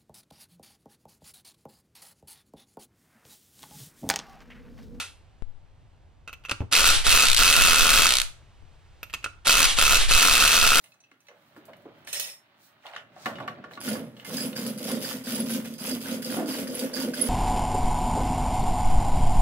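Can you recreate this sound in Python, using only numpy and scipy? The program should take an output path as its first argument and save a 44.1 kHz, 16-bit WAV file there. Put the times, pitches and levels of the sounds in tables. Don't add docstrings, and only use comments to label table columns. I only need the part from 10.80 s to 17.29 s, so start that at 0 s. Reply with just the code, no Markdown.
import sys
import numpy as np
from scipy import signal
from scipy.fft import rfft, irfft, next_fast_len
from scipy.io import wavfile
from scipy.ndimage import map_coordinates

SR = 44100
rng = np.random.default_rng(int(sys.argv[2]) if len(sys.argv) > 2 else 0)


def master(y):
    cut = np.clip(np.atleast_2d(y).T, -1, 1)
    pcm = np.round(cut * 32767)
    wavfile.write(sys.argv[1], SR, pcm.astype(np.int16))


def gain_from_db(level_db):
    decades = np.asarray(level_db, float) / 20
    return 10 ** decades


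N = 286209
TIME = np.arange(N) / SR

# start in seconds,
# level in dB, strongest region in Hz, ring t60 in seconds, panel thud in dB, thud region in Hz.
BLOWS = [(0.04, -49, 2950, 0.049, -66.5, 650), (0.059, -54, 2570, 0.059, -71, 646),
         (.14, -62, 1400, 0.073, -74, 650), (0.239, -60, 2850, 0.033, -74, 283),
         (0.314, -45, 1840, 0.039, -65.5, 282), (0.484, -44.5, 2110, 0.058, -53.5, 560),
         (.51, -55, 1400, 0.1, -60.5, 556), (0.763, -40, 1390, 0.035, -47, 297),
         (0.88, -45, 815, 0.053, -46.5, 564), (0.933, -43, 2040, 0.043, -64, 540),
         (1.053, -36, 755, 0.034, -44.5, 332), (1.273, -39, 2100, 0.1, -59, 690),
         (1.33, -40, 3100, .1, -74, 573), (2.039, -53, 2500, 0.043, -56, 700),
         (2.0505, -32.5, 794, 0.035, -47.5, 800), (2.065, -36.5, 2750, 0.046, -48, 726),
         (2.077, -45, 3000, 0.023, -59, 740), (2.104, -44, 800, .03, -54, 740),
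         (2.115, -49, 2800, .025, -55, 700), (2.1345, -34, 2200, 0.02, -46, 630),
         (2.149, -45, 2600, 0.042, -64, 690), (2.162, -22.5, 1620, 0.02, -54, 584),
         (2.1645, -25, 2680, 0.015, -55, 580), (2.18, -40, 3200, 0.013, -57, 573),
         (2.204, -49, 2620, 0.033, -60, 557), (2.362, -36.5, 721, 0.06, -51.5, 695),
         (2.4575, -17.5, 1650, 0.055, -36, 237), (2.463, -18.5, 1140, 0.048, -39, 640),
         (2.473, -32, 780, 0.061, -39.5, 640), (2.554, -47.5, 2700, 0.15, -49, 250),
         (2.584, -36, 1450, 0.057, -43, 660), (2.601, -25, 1170, 0.042, -39, 664),
         (2.6766, -21, 1300, 0.047, -47, 657), (2.682, -25, 1630, 0.03, -48, 657),
         (2.782, -34.5, 715, 0.037, -52.5, 280), (2.827, -51, 1680, .03, -59, 460),
         (2.8395, -30, 1200, 0.045, -53, 460), (2.845, -36, 1490, 0.029, -55, 460),
         (2.91, -40.5, 1500, 0.053, -51, 584), (2.973, -32.5, 1240, 0.067, -49, 212),
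         (3.076, -32, 1500, 0.085, -34.5, 219), (3.1525, -33, 1250, 0.081, -50, 600),
         (3.366, -49, 2800, 0.074, -62, 600), (3.397, -37, 2600, 0.028, -56, 151),
         (3.4274, -46, 1820, 0.027, -63, 600), (3.447, -41, 2000, 0.12, -52, 204.5),
         (3.729, -36, 2600, 0.045, -54, 600), (4.085, -38.5, 744, 0.11, -36, 282),
         (5.567, -23.5, 720, 0.07, -28.5, 268), (5.585, -29.5, 740, 0.14, -39, 650),
         (5.625, -42, 746, 0.15, -34.5, 303)]
# mode in Hz, relative level in dB, share of the blow's ring time (a ratio).
BAR_MODES = [(743, 4.5, 1.07), (850, -7, 0.14), (1138, 2, 1.26), (1427, -2, 1.6), (1562, -4.5, 0.92),
             (1750, 7, 0.63), (2090, 4, 0.76), (2400, -5, 0.44), (2690, -3.5, 0.96), (2904, 5.5, 0.78),
             (3270, 1, 0.57), (3680, -2, 1.2), (4210, 4.5, 0.71), (5230, -7, 0.87), (6500, 3.5, 0.3)]
# mode in Hz, t60 in seconds for a blow that rings for PANEL_RING_S.
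PANEL_MODES = [(190, 0.27), (220, 1), (270, 0.56), (300, 0.55), (355, 0.19), (415, 0.12), (500, 0.35),
               (570, 0.38), (640, 0.34), (690, 0.14), (750, 0.067)]
PANEL_RING_S = 0.074
CLANK_DB, CLANK_DB_PER_OCTAVE = -7.5, 0.5
# start in seconds, level in dB, t60 in seconds.
SNAPS = [(.0403, -60.5, .06), (.4035, -67, .06), (.484, -67, .04), (.7642, -65, .06), (0.854, -52, 0.041),
         (.933, -69, 0.027), (.9662, -61, 0.047), (1.0201, -66, .04), (1.274, -55, .06), (1.3292, -26, .03),
         (1.3978, -23.5, .03), (2.0615, -58, .05), (2.1475, -67, .04), (2.163, -65, .04),
         (2.4579, -40, 0.043), (2.584, -62, .04), (2.602, -58, .04), (2.6757, -51.5, 0.046),
         (2.9138, -57, .05)]
# time in seconds, level in dB.
CHATTER = [(2.02, -66), (2.06, -48.5), (2.12, -53.5), (2.17, -41.5), (2.23, -72), (2.44, -68), (2.47, -49),
           (2.56, -64), (2.61, -50), (2.67, -63), (2.69, -61), (2.76, -60), (2.9, -68), (2.93, -45),
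           (2.99, -69)]
# start in seconds, level in dB, strongest region in Hz.
TINKLES = [(0.039, -59, 10000), (.113, -70, 2600), (0.12, -58, 4100), (0.139, -63.5, 6300),
           (.203, -61, 5870), (0.238, -61.5, 3500), (0.313, -70, 5900), (.404, -63, 5900),
           (0.469, -58, 4200), (0.483, -64, 6000), (1.247, -61, 8100), (1.329, -34, 8500),
           (1.398, -33.5, 10400)]
# mode in Hz, relative level in dB, t60 in seconds.
TINKLE_MODES = [(2600, 7, 0.06), (4120, 0, 0.048), (5910, 5.5, .045), (6500, 0, 0.043), (8200, 2.5, .05),
                (8460, -4, 0.066), (9500, 0, 0.042), (10480, 2, 0.059), (12800, -6, .04)]
# time in seconds, relative level in dB.
SCRAPE_LEVEL = [(1.265, -63), (1.273, -44.5), (1.323, -51.5), (1.33, -36), (1.365, -38), (1.393, -43.5),
                (1.397, -36.5), (1.42, -40.5), (1.485, -44), (1.53, -55), (1.6, -76)]
# mode in Hz, width in Hz, relative level in dB.
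SINGING_MODES = [(575, 30, -1), (1893, 22, 6), (2592, 24, 5), (2893, 54, 1), (3640, 33, 4), (4140, 29, 0.5),
                 (5363, 12, 19), (5980, 20, 4), (6536, 16, 10), (7030, 20, 2), (7630, 25, 2), (8127, 20, 7),
                 (8504, 24, 2), (8840, 40, 0), (9830, 55, 1), (10480, 28, 5), (11660, 22, 3)]
# frequency in Hz, relative level in dB per Hz.
GRIT_SPECTRUM = [(240, -31), (400, -12.5), (569, -4.5), (958, -19), (2640, -7), (3320, -4.5), (5330, -8.5),
                 (15600, -12.5)]

# grip in seconds, time to full speed in seconds (at least 0.005 is used),
# time at full speed in seconds, then relative levels of link rattle, low and higher beam modes in dB.
PULLS = [(3.003, 0.085, 0.022, -34.5, -37, -37), (3.447, 0.081, 0.099, -36, -35, -37.5),
         (3.753, 0.0039, 0.12, -38, -36, -39), (3.976, .11, 0.028, -34, -34, -35.5),
         (4.203, 0.034, 0.085, -35, -39, -42), (4.438, 0.052, 0.11, -36, -32.5, -36.5),
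         (4.658, 0.047, 0.038, -35.5, -33.5, -40), (4.844, 0.005, 0.0094, -41.5, -49.5, -49.5),
         (4.981, 0.096, 0.033, -34.5, -35, -39.5), (5.204, 0.069, 0.052, -36, -34, -37.5),
         (5.421, 0.1, 0.034, -35.5, -33, -36), (5.658, 0.05, 0.078, -34.5, -37.5, -36.5),
         (5.872, 0.11, 0.047, -37, -37, -34.5), (6.132, 0.034, 0.075, -35.5, -33, -34.5),
         (6.339, 0.036, 0.098, -36.5, -35, -35.5)]
START_DB, COAST_DB_PER_S = -8.5, 192
WHEEL_DB, WHEEL_START_DB, WHEEL_COAST_DB_PER_S = -5.5, -10, 137
BEAM_LAG_S, BEAM_START_DB, BEAM_FADE_DB_PER_S = .03, -7, 87.5
UPPER_DB, SHEETING_DB, SHEETING_FADE_DB_PER_S = -3, -6, 46
FLUTTER_DB, FLUTTER_PER_S = 1.5, 70
# start in seconds, then tick, high and low link modes in dB before a fixed offset.
CLINKS = [(3.0857, -33, -34, -46), (3.568, -38, -39, -31), (3.604, -28, -42, -31), (3.62, -35, -32.5, -55),
          (3.658, -32, -33.5, -57), (3.762, -37, -50, -35.5), (3.807, -40, -50, -52),
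          (3.8938, -40, -48, -60), (4.0397, -38, -45, -37), (4.095, -33, -36.5, -42),
          (4.115, -38, -35.5, -48), (4.1328, -38, -50, -37), (4.23, -30.5, -43, -52.5),
          (4.2455, -36, -50, -33.5), (4.3014, -40, -53, -41), (4.445, -39, -49, -46.5),
          (4.5453, -38, -41, -43), (4.6, -25, -29, -41), (4.707, -37, -33, -59), (4.938, -20.5, -55, -52),
          (5.0083, -32, -47, -46), (5.0619, -35, -31, -53.5), (5.0923, -29, -31, -46),
          (5.1109, -36, -48, -36), (5.2806, -38, -40, -52), (5.444, -32, -53, -36), (5.5133, -30, -37, -40),
          (5.5401, -38, -40, -52), (5.565, -36, -36.5, -57), (5.689, -36, -43, -40),
          (5.7396, -36, -43, -35), (5.8743, -40, -40.5, -40), (5.9502, -29, -27, -57),
          (5.995, -38.5, -38, -35), (6.1367, -37, -48, -32.5), (6.161, -36, -43.5, -49),
          (6.1726, -34, -55, -38), (6.2016, -38.5, -50, -33.5), (6.2534, -40, -55, -50),
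          (6.339, -36, -46, -36.5), (6.412, -26, -22, -47), (6.4575, -34.5, -42, -44)]
# one row of tick, high and low link modes in dB.
GRIP_DB = [-3, -12, -13]
# mode in Hz, width in Hz, relative level in dB.
LINK_HIGH_MODES = [(9250, 54, -9.5), (10125, 70, 4.5), (10213, 78, 7), (10224, 84, 0), (10590, 270, -7),
                   (12400, 36, -13.5)]
LINK_LOW_MODES = [(4654, 94, 3.5), (4785, 91, -0.5), (4900, 23, 8.5), (5050, 72, 1), (5280, 55, -7),
                  (6330, 93, -7), (8050, 74, -6.5)]
# frequency in Hz, relative level in dB per Hz.
RATTLE_SPECTRUM = [(1470, -28), (2500, -4), (3240, -3), (4130, -9), (4830, -2), (5720, -6.5), (6270, -6.5),
                   (7590, -10), (10400, -6), (15600, -7)]
# mode in Hz, width in Hz, relative level in dB.
WHEEL_MODES = [(1240, 67, -13), (1463, 22, 15), (1710, 80, -23), (2108, 58, 9), (2816, 26, 9),
               (3250, 410, 6)]
# frequency in Hz, relative level in dB per Hz.
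CLATTER_SPECTRUM = [(410, -16.5), (700, -10), (1170, -15), (1530, -12.5), (3240, -18.5), (4000, -25),
                    (5200, -62), (8800, -120)]
# start in seconds, relative level in dB.
KNOCKS = [(3.5795, -35), (3.7595, -34), (3.785, -40.5), (4.243, -34), (4.47, -37), (4.6954, -49),
          (4.7473, -34.5), (4.8486, -36), (5.257, -38.5), (5.4241, -41), (5.4955, -40), (5.6865, -38.5),
          (5.871, -37.5), (6.133, -37), (6.1652, -33), (6.3352, -29)]
# mode in Hz, width in Hz, relative level in dB.
HOUSING_MODES = [(1545, 130, 18), (1810, 180, 7.5), (2100, 86, 11), (1880, 1400, 6.5)]
# mode in Hz, width in Hz, level within its group in dB.
BEAM_MODES = [(192.4, 26.5, -11.5), (229.3, 15.3, 3), (263.4, 14.5, 3.5), (297, 31, -13), (339.7, 21.5, -8)]
# mode in Hz, width in Hz, relative level in dB.
BEAM_UPPER_MODES = [(420, 60, -4), (517, 26.3, 5.5), (594.5, 25.3, 0), (660, 20, -5.5), (730, 33, -18.5)]
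# mode in Hz, width in Hz, relative level in dB.
SHEETING_MODES = [(120, 18.7, -7), (140, 36.3, 0.5), (154.8, 65.6, -3)]
RECEDE_DB_PER_S = 3.5
BEAM_SHIFT_DB_PER_S = 1

# time in seconds, bass level in dB, middle level in dB.
SHUFFLE_LEVEL = [(0.0, -71.5, -71.5), (0.34, -77.5, -73.5), (0.81, -62.5, -62), (0.95, -58, -65),
                 (1.27, -59.5, -61), (1.38, -62, -51.5), (1.55, -70.5, -67.5), (1.86, -69.5, -65.5),
                 (2.11, -68, -67.5), (2.25, -63, -69.5), (2.44, -57, -55.5), (2.56, -47.5, -58),
                 (2.63, -43.5, -63), (2.88, -53, -62.5), (3.05, -50, -60), (3.18, -41, -50.5),
                 (3.3, -57, -69), (3.45, -63, -57)]
# frequency in Hz, relative level in dB per Hz.
LOW_SPECTRUM = [(24, -65), (40, -47), (113, -2), (196, -5.5), (355, -9.5), (531, -19.5), (560, -3.5),
                (1000, -28.5), (1300, -33), (2200, -120)]
MIDDLE_SPECTRUM = [(470, -14), (800, -0.5), (1040, -2.5), (1330, -1.5), (3880, -11), (5000, -21),
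                   (6500, -32), (11000, -120)]
HISS_SPECTRUM = [(2350, -26), (4000, 0.5), (5230, -3.5), (9720, -8.5), (14700, -6), (15400, 1.5)]
# middle in seconds, half length in seconds, level in dB,
# top treble against the rest in dB.
SWISHES = [(0.057, 0.077, -65, 2), (0.446, 0.039, -76, 2), (0.67, 0.13, -71.5, 1.5),
           (0.774, .02, -63.5, .5), (1.006, 0.069, -75, .5), (1.195, 0.066, -74, 1),
           (1.846, 0.061, -58.5, 0.5), (2.078, 0.06, -59, -8.5), (2.449, 0.086, -47.5, -11),
           (2.596, .05, -67, -5), (2.94, 0.032, -53.5, -7), (3.402, 0.056, -59.5, -0.5)]
TOP_TREBLE_HZ = 9500
HUSH_DB, SWISH_EDGE_DB = -80.5, 14.5
# time in seconds, level in dB.
AIR_LEVEL = [(0.0, -99), (0.05, -109), (1.37, -71), (1.76, -110), (2.55, -78), (3.49, -81), (3.78, -80),
             (4.15, -71), (6.4, -67)]
# frequency in Hz, relative level in dB per Hz.
BREEZE_SPECTRUM = [(15, -6), (30, -17), (60, 12), (110, 12), (200, -46), (400, -120)]
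# frequency in Hz, t60 in seconds.
SHED_T60 = [(200, 0.12), (1000, 0.36), (4000, 0.15), (12000, 0.24)]
# frequency in Hz, echo level in dB.
ECHO_LEVEL = [(200, -13), (600, -11), (1500, -3), (5000, -2), (14000, 0)]
# frequency in Hz, level difference in dB.
LEFT_LEVEL = [(100, 0), (300, -1.5), (1000, -2.5), (2000, -1), (4500, -3), (8000, -3.5), (13000, -1.5)]
LEFT_LAG_S = 4 / SR


def pry_bar():
    out, t = np.zeros((2, N + SR)), np.arange(6400) / SR
    bar_hz, bar_db, share = np.transpose(BAR_MODES)[..., None]
    panel_hz, panel_t60 = np.transpose(PANEL_MODES)[..., None]
    for s, db, hz, t60, thud_db, thud_hz in BLOWS:
        contact = 3 / hz
        bar_level = db + bar_db - 7 - 14 * np.abs(np.log2(bar_hz / hz))
        ring = ringing(bar_hz, t60 * share, bar_level, t, attack=contact, vary_db=2.5)
        dying = gain_from_db(8.0 - 60 * t / (0.27 * t60)) + gain_from_db(-7.5 - 60 * t / (1.26 * t60))
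        clank = gain_from_db(db + CLANK_DB + CLANK_DB_PER_OCTAVE * np.log2(hz / 1e3)) * dying
        clank = clank * (1 - np.exp(-t / contact)) * body(hz, low_db=10.0, high_db=13.0, size=len(t))
        panel_level = thud_db - 0.5 - 22 * np.abs(np.log2(panel_hz / thud_hz))
        panel_ring_s = panel_t60 * t60 / PANEL_RING_S
        thud = ringing(panel_hz, panel_ring_s, panel_level, t, attack=0.0089, vary_db=3.5)
        boom = gain_from_db(thud_db - 1.5 - 60 * t / 0.32) * (1 - np.exp(-t / 0.0014))
        boom = boom * body(thud_hz, low_db=24.5, high_db=12.0, size=len(t))[0]
        out[:, round(s * SR):][:, :len(t)] += ring + clank + thud + boom
    for s, db, t60 in SNAPS:
        snap = gain_from_db(db - 60 * t / t60) * body(11500, low_db=2.5, high_db=-0.5, size=len(t))
        out[:, round(s * SR):][:, :len(t)] += snap
    chatter, = gains(CHATTER)
    return out[:, :N] + jingle(chatter, 260, low_hz=1320, high_hz=4390, cycles=35)


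def tinkles():
    out, t = np.zeros(N + SR), np.arange(6400) / SR
    hz, mode_db, t60 = np.transpose(TINKLE_MODES)[..., None]
    for s, db, best_hz in TINKLES:
        octaves = np.log2(hz / best_hz)
        level_db = db + mode_db - np.maximum(24 * octaves, -5 * octaves)
        ring = ringing(hz, t60, level_db, t, attack=0.0014, vary_db=4)
        click = gain_from_db(db - 0.5 - 60 * t / 0.028) * body(best_hz, low_db=7, high_db=14, size=len(t))[0]
        out[round(s * SR):][:len(t)] += ring + click
    return out[:N]


def scrape():
    stroke, = gains(SCRAPE_LEVEL)
    catches = stroke * unit(contacts(2500, spread_db=1.5, alike=0.85))
    sing = filtered(catches, modes(SINGING_MODES))
    pings = jingle(stroke, 900, low_hz=1820, high_hz=15150, cycles=220)
    grit = stroke * coloured(contacts(1200, spread_db=3.5, alike=0.75), GRIT_SPECTRUM)
    return gain_from_db(9.5) * sing + gain_from_db(-2.0) * pings + gain_from_db(-2.0) * grit


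def chain():
    rattle = flutter() * pulled(START_DB, COAST_DB_PER_S, lag_s=0, column=3)
    clatter = gain_from_db(WHEEL_DB) * flutter() * pulled(WHEEL_START_DB, WHEEL_COAST_DB_PER_S, lag_s=0, column=3)
    return running_links(rattle, clatter) + hand_wheel(clatter) + roof() + clinks()


def running_links(rattle, clatter):
    hiss = coloured(contacts(1100, spread_db=3.0, alike=0.42), RATTLE_SPECTRUM)
    high = unit(filtered(contacts(200, spread_db=4.5, alike=0.091), modes(LINK_HIGH_MODES)))
    low = unit(filtered(contacts(150, spread_db=7.5, alike=0.49), modes(LINK_LOW_MODES)))
    links = rattle * (gain_from_db(-2.5) * hiss + gain_from_db(-13.0) * high + gain_from_db(-14.5) * low)
    links += gain_from_db(-9.0) * jingle(rattle, 850, low_hz=3007, high_hz=15060, cycles=530)
    return links + gain_from_db(-4.0) * jingle(clatter, 400, low_hz=890, high_hz=3520, cycles=21)


def clinks():
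    touches, t = np.zeros((3, 2, N + SR)), np.arange(200) / SR
    grips = [(s, *np.add(GRIP_DB, rattle_db)) for s, _, _, rattle_db, *_ in PULLS]
    for s, *levels_db in CLINKS + grips:
        shared, own = rng.standard_normal((3, 1, len(t))), rng.standard_normal((3, 2, len(t)))
        touch = unit(gain_from_db(-60 * t / 0.022) * (shared + 0.62 * own))
        touches[..., round(s * SR):][..., :len(t)] += gain_from_db(np.add(levels_db, [-15, 17, 17]))[:, None, None] * touch
    tick, high, low = touches[..., :N]
    tick = filtered(tick, lambda hz: gain_from_db(along(RATTLE_SPECTRUM, hz)))
    return tick + filtered(high, modes(LINK_HIGH_MODES)) + filtered(low, modes(LINK_LOW_MODES))


def hand_wheel(clatter):
    ring = unit(filtered(contacts(300, spread_db=2.0, alike=0.76), modes(WHEEL_MODES)))
    broad = coloured(contacts(700, spread_db=3.0, alike=1.0), CLATTER_SPECTRUM)
    wheel = clatter * (gain_from_db(-8.5) * ring + gain_from_db(-5.5) * broad)
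    knocks, t = np.zeros(N + SR), np.arange(800) / SR
    for s, db in KNOCKS:
        knocks[round(s * SR):][:len(t)] += gain_from_db(db - 60 * t / 0.04) * rng.standard_normal(len(t))
    return wheel + filtered(knocks[:N], modes(HOUSING_MODES))


def roof():
    drone = pulled(BEAM_START_DB, BEAM_FADE_DB_PER_S, BEAM_LAG_S, column=4)
    upper = pulled(BEAM_START_DB, BEAM_FADE_DB_PER_S, BEAM_LAG_S, column=5)
    deep = pulled(BEAM_START_DB, SHEETING_FADE_DB_PER_S, BEAM_LAG_S, column=4)
    deep = deep * gain_from_db(-RECEDE_DB_PER_S * (TIME - PULLS[0][0]))
    shift = gain_from_db(BEAM_SHIFT_DB_PER_S * (TIME - 4.8))
    shaking = contacts(700, spread_db=0.5, alike=1.0)

    def shaken(table, edge_hz):
        steep = lambda hz: (hz / edge_hz) ** 2 / (1 + (hz / edge_hz) ** 2)
        return unit(filtered(shaking, lambda hz: steep(hz) * modes(table)(hz)))

    out = deep * gain_from_db(SHEETING_DB) * shaken(SHEETING_MODES, edge_hz=56)
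    out += drone / shift * shaken(BEAM_MODES[:2], edge_hz=32)
    out += gain_from_db(-1.0) * np.sqrt(upper * drone) * shift * shaken(BEAM_MODES[2:], edge_hz=71)
    return out + upper * flutter() * gain_from_db(UPPER_DB) * shaken(BEAM_UPPER_MODES, edge_hz=71)


def pulled(start_db, fade_db_per_s, lag_s, column):
    power = np.zeros(N)
    for row in PULLS:
        since = TIME - row[0] - lag_s
        rise, hold = max(row[1], .005), row[2]
        rise_db = start_db * np.clip(1 - since / rise, 0, 1)
        fade_db = fade_db_per_s * np.maximum(since - rise - hold, 0)
        power += (since > 0) * gain_from_db(row[column] + rise_db - fade_db) ** 2
    return np.sqrt(power)


def flutter():
    knots = rng.standard_normal(int(N / SR * FLUTTER_PER_S) + 2)
    return gain_from_db(FLUTTER_DB * map_coordinates(knots, [TIME * FLUTTER_PER_S]) - 0.5)


def shuffle():
    low, middle = gains(SHUFFLE_LEVEL)
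    hiss = np.full(N, gain_from_db(HUSH_DB))
    top = hiss.copy()
    for s, half, db, top_db in SWISHES:
        swell = gain_from_db(db - SWISH_EDGE_DB * ((TIME - s) / half) ** 2)
        hiss += swell
        top += gain_from_db(top_db) * swell
    cloth = coloured(contacts(5000, spread_db=1.5, alike=0.35), HISS_SPECTRUM)
    below = filtered(cloth, lambda hz: 1 / (1 + (hz / TOP_TREBLE_HZ) ** 12))
    low = low * coloured(contacts(5000, spread_db=2.0, alike=0.94), LOW_SPECTRUM)
    middle = middle * coloured(contacts(4000, spread_db=1.5, alike=0.39), MIDDLE_SPECTRUM)
    return low + middle + hiss * below + top * (cloth - below)


def breeze():
    level, = gains(AIR_LEVEL, hold_last=True)
    return level * coloured(contacts(20000, spread_db=9.0, alike=0.65), BREEZE_SPECTRUM)


def shed(x, block=12288):
    out, fade = np.zeros((2, N + SR)), signal.windows.hann(2 * block, sym=False)
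    padded = np.pad(x, (block, 2 * block))
    for start in range(0, N + block, block):
        hz, t, z = signal.stft(rng.standard_normal((2, SR // 4)), SR, nperseg=256)
        t60 = along(SHED_T60, hz)[:, None]
        gain = gain_from_db(along(ECHO_LEVEL, hz)[:, None] - 60 * t / t60)
        gain = gain / np.sqrt(t60 * SR / (2 * np.log(1000)))
        tail = signal.istft(z * gain, SR, nperseg=256)[1]
        wet = signal.fftconvolve((padded[start:start + 2 * block] * fade)[None], tail, axes=1)
        out[:, start:start + wet.shape[1]] += wet[:, :out.shape[1] - start]
    return out[:, block - 150:block - 150 + N]


def ringing(hz, t60, level_db, t, attack, vary_db):
    luck = rng.standard_normal((3, len(hz), 1))
    tone = np.sin(2 * np.pi * hz * (1 + 0.004 * luck[0]) * t + np.pi * luck[2])
    level_db = level_db + vary_db * luck[1]
    return (gain_from_db(level_db - 60 * t / t60) * tone).sum(0) * (1 - np.exp(-(t / attack) ** 2))


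def body(hz, low_db, high_db, size):
    octaves = np.log2(np.fft.rfftfreq(size, 1 / SR) / hz + 1e-3)
    slope = np.where(octaves < 0, low_db * octaves, -high_db * octaves)
    return unit(irfft(rfft(rng.standard_normal((2, size))) * gain_from_db(slope), size))


def jingle(level, per_second, low_hz, high_hz, cycles):
    where = np.flatnonzero((rng.random(N) < per_second / SR) & (level > 1e-4))
    luck = rng.random((len(where), 4))
    hz, t = low_hz * (high_hz / low_hz) ** luck[:, :1], np.arange(320) / SR
    size_db = -4 * np.log(luck[:, 1:2] + 0.12)
    ping = gain_from_db(size_db - 60 * t * hz / cycles) * np.sin(2 * np.pi * hz * t)
    ping *= level[where, None] / np.sqrt(np.sum(ping ** 2) * per_second / SR / len(where))
    index = (where[:, None] + np.arange(len(t))).ravel()
    sides = []
    for k in (2, 3):
        heard = ping * np.cos(2 * np.pi * luck[:, k:k + 1])
        sides.append(np.bincount(index, heard.ravel(), N + len(t)))
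    return np.array(sides)[:, :N]


def contacts(per_second, spread_db, alike):
    where = np.flatnonzero(rng.random(N) < per_second / SR)
    size = gain_from_db(spread_db * np.minimum(rng.exponential(size=len(where)), 3.5))
    shared, *own = rng.standard_normal((3, len(where)))
    out = np.zeros((2, N))
    out[:, where] = size * (np.sqrt(alike) * shared + np.sqrt(1 - alike) * np.array(own))
    return out


def modes(table):
    def response(f):
        total = 0
        for k, (centre, width, db) in enumerate(table):
            damping = 1j * f * width
            total = total + (-1) ** k * gain_from_db(db) * damping / (centre * centre - f * f + damping)
        return total
    return response


def filtered(x, response):
    m = next_fast_len(N + 8192)
    return irfft(rfft(x, m) * response(np.fft.rfftfreq(m, 1 / SR)), m)[..., :N]


def coloured(x, spectrum):
    return unit(filtered(x, lambda hz: gain_from_db(along(spectrum, hz))))


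def gains(rows, hold_last=False):
    s, *columns = np.transpose(rows)
    return [gain_from_db(np.interp(TIME, s, c, left=-120, right=c[-1] if hold_last else -120)) for c in columns]


def along(points, hz):
    f, v = np.transpose(points)
    return np.interp(np.log(hz + 1), np.log(f + 1), v)


def unit(x):
    return x / np.sqrt(np.mean(x ** 2) + 1e-20)


def scene():
    dry = pry_bar() + tinkles() + scrape() + chain() + shuffle()
    side = np.array([[1], [-1]]) / 2
    late = lambda hz: np.exp(-2j * np.pi * hz * LEFT_LAG_S * (side + .5))
    balance = lambda hz: gain_from_db(side * along(LEFT_LEVEL, hz) + 0.5)
    band = lambda hz: 1j * hz / (70 + 1j * hz) * (hz < 15750)
    return filtered(dry + shed(dry[1]), lambda hz: late(hz) * balance(hz) * band(hz)) + breeze()


def low_pass(x):
    return signal.sosfilt(signal.butter(12, 16650, fs=SR, output="sos"), x)


def record(dry):
    return low_pass(dry)


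dry = scene()
out = record(dry)
master(out)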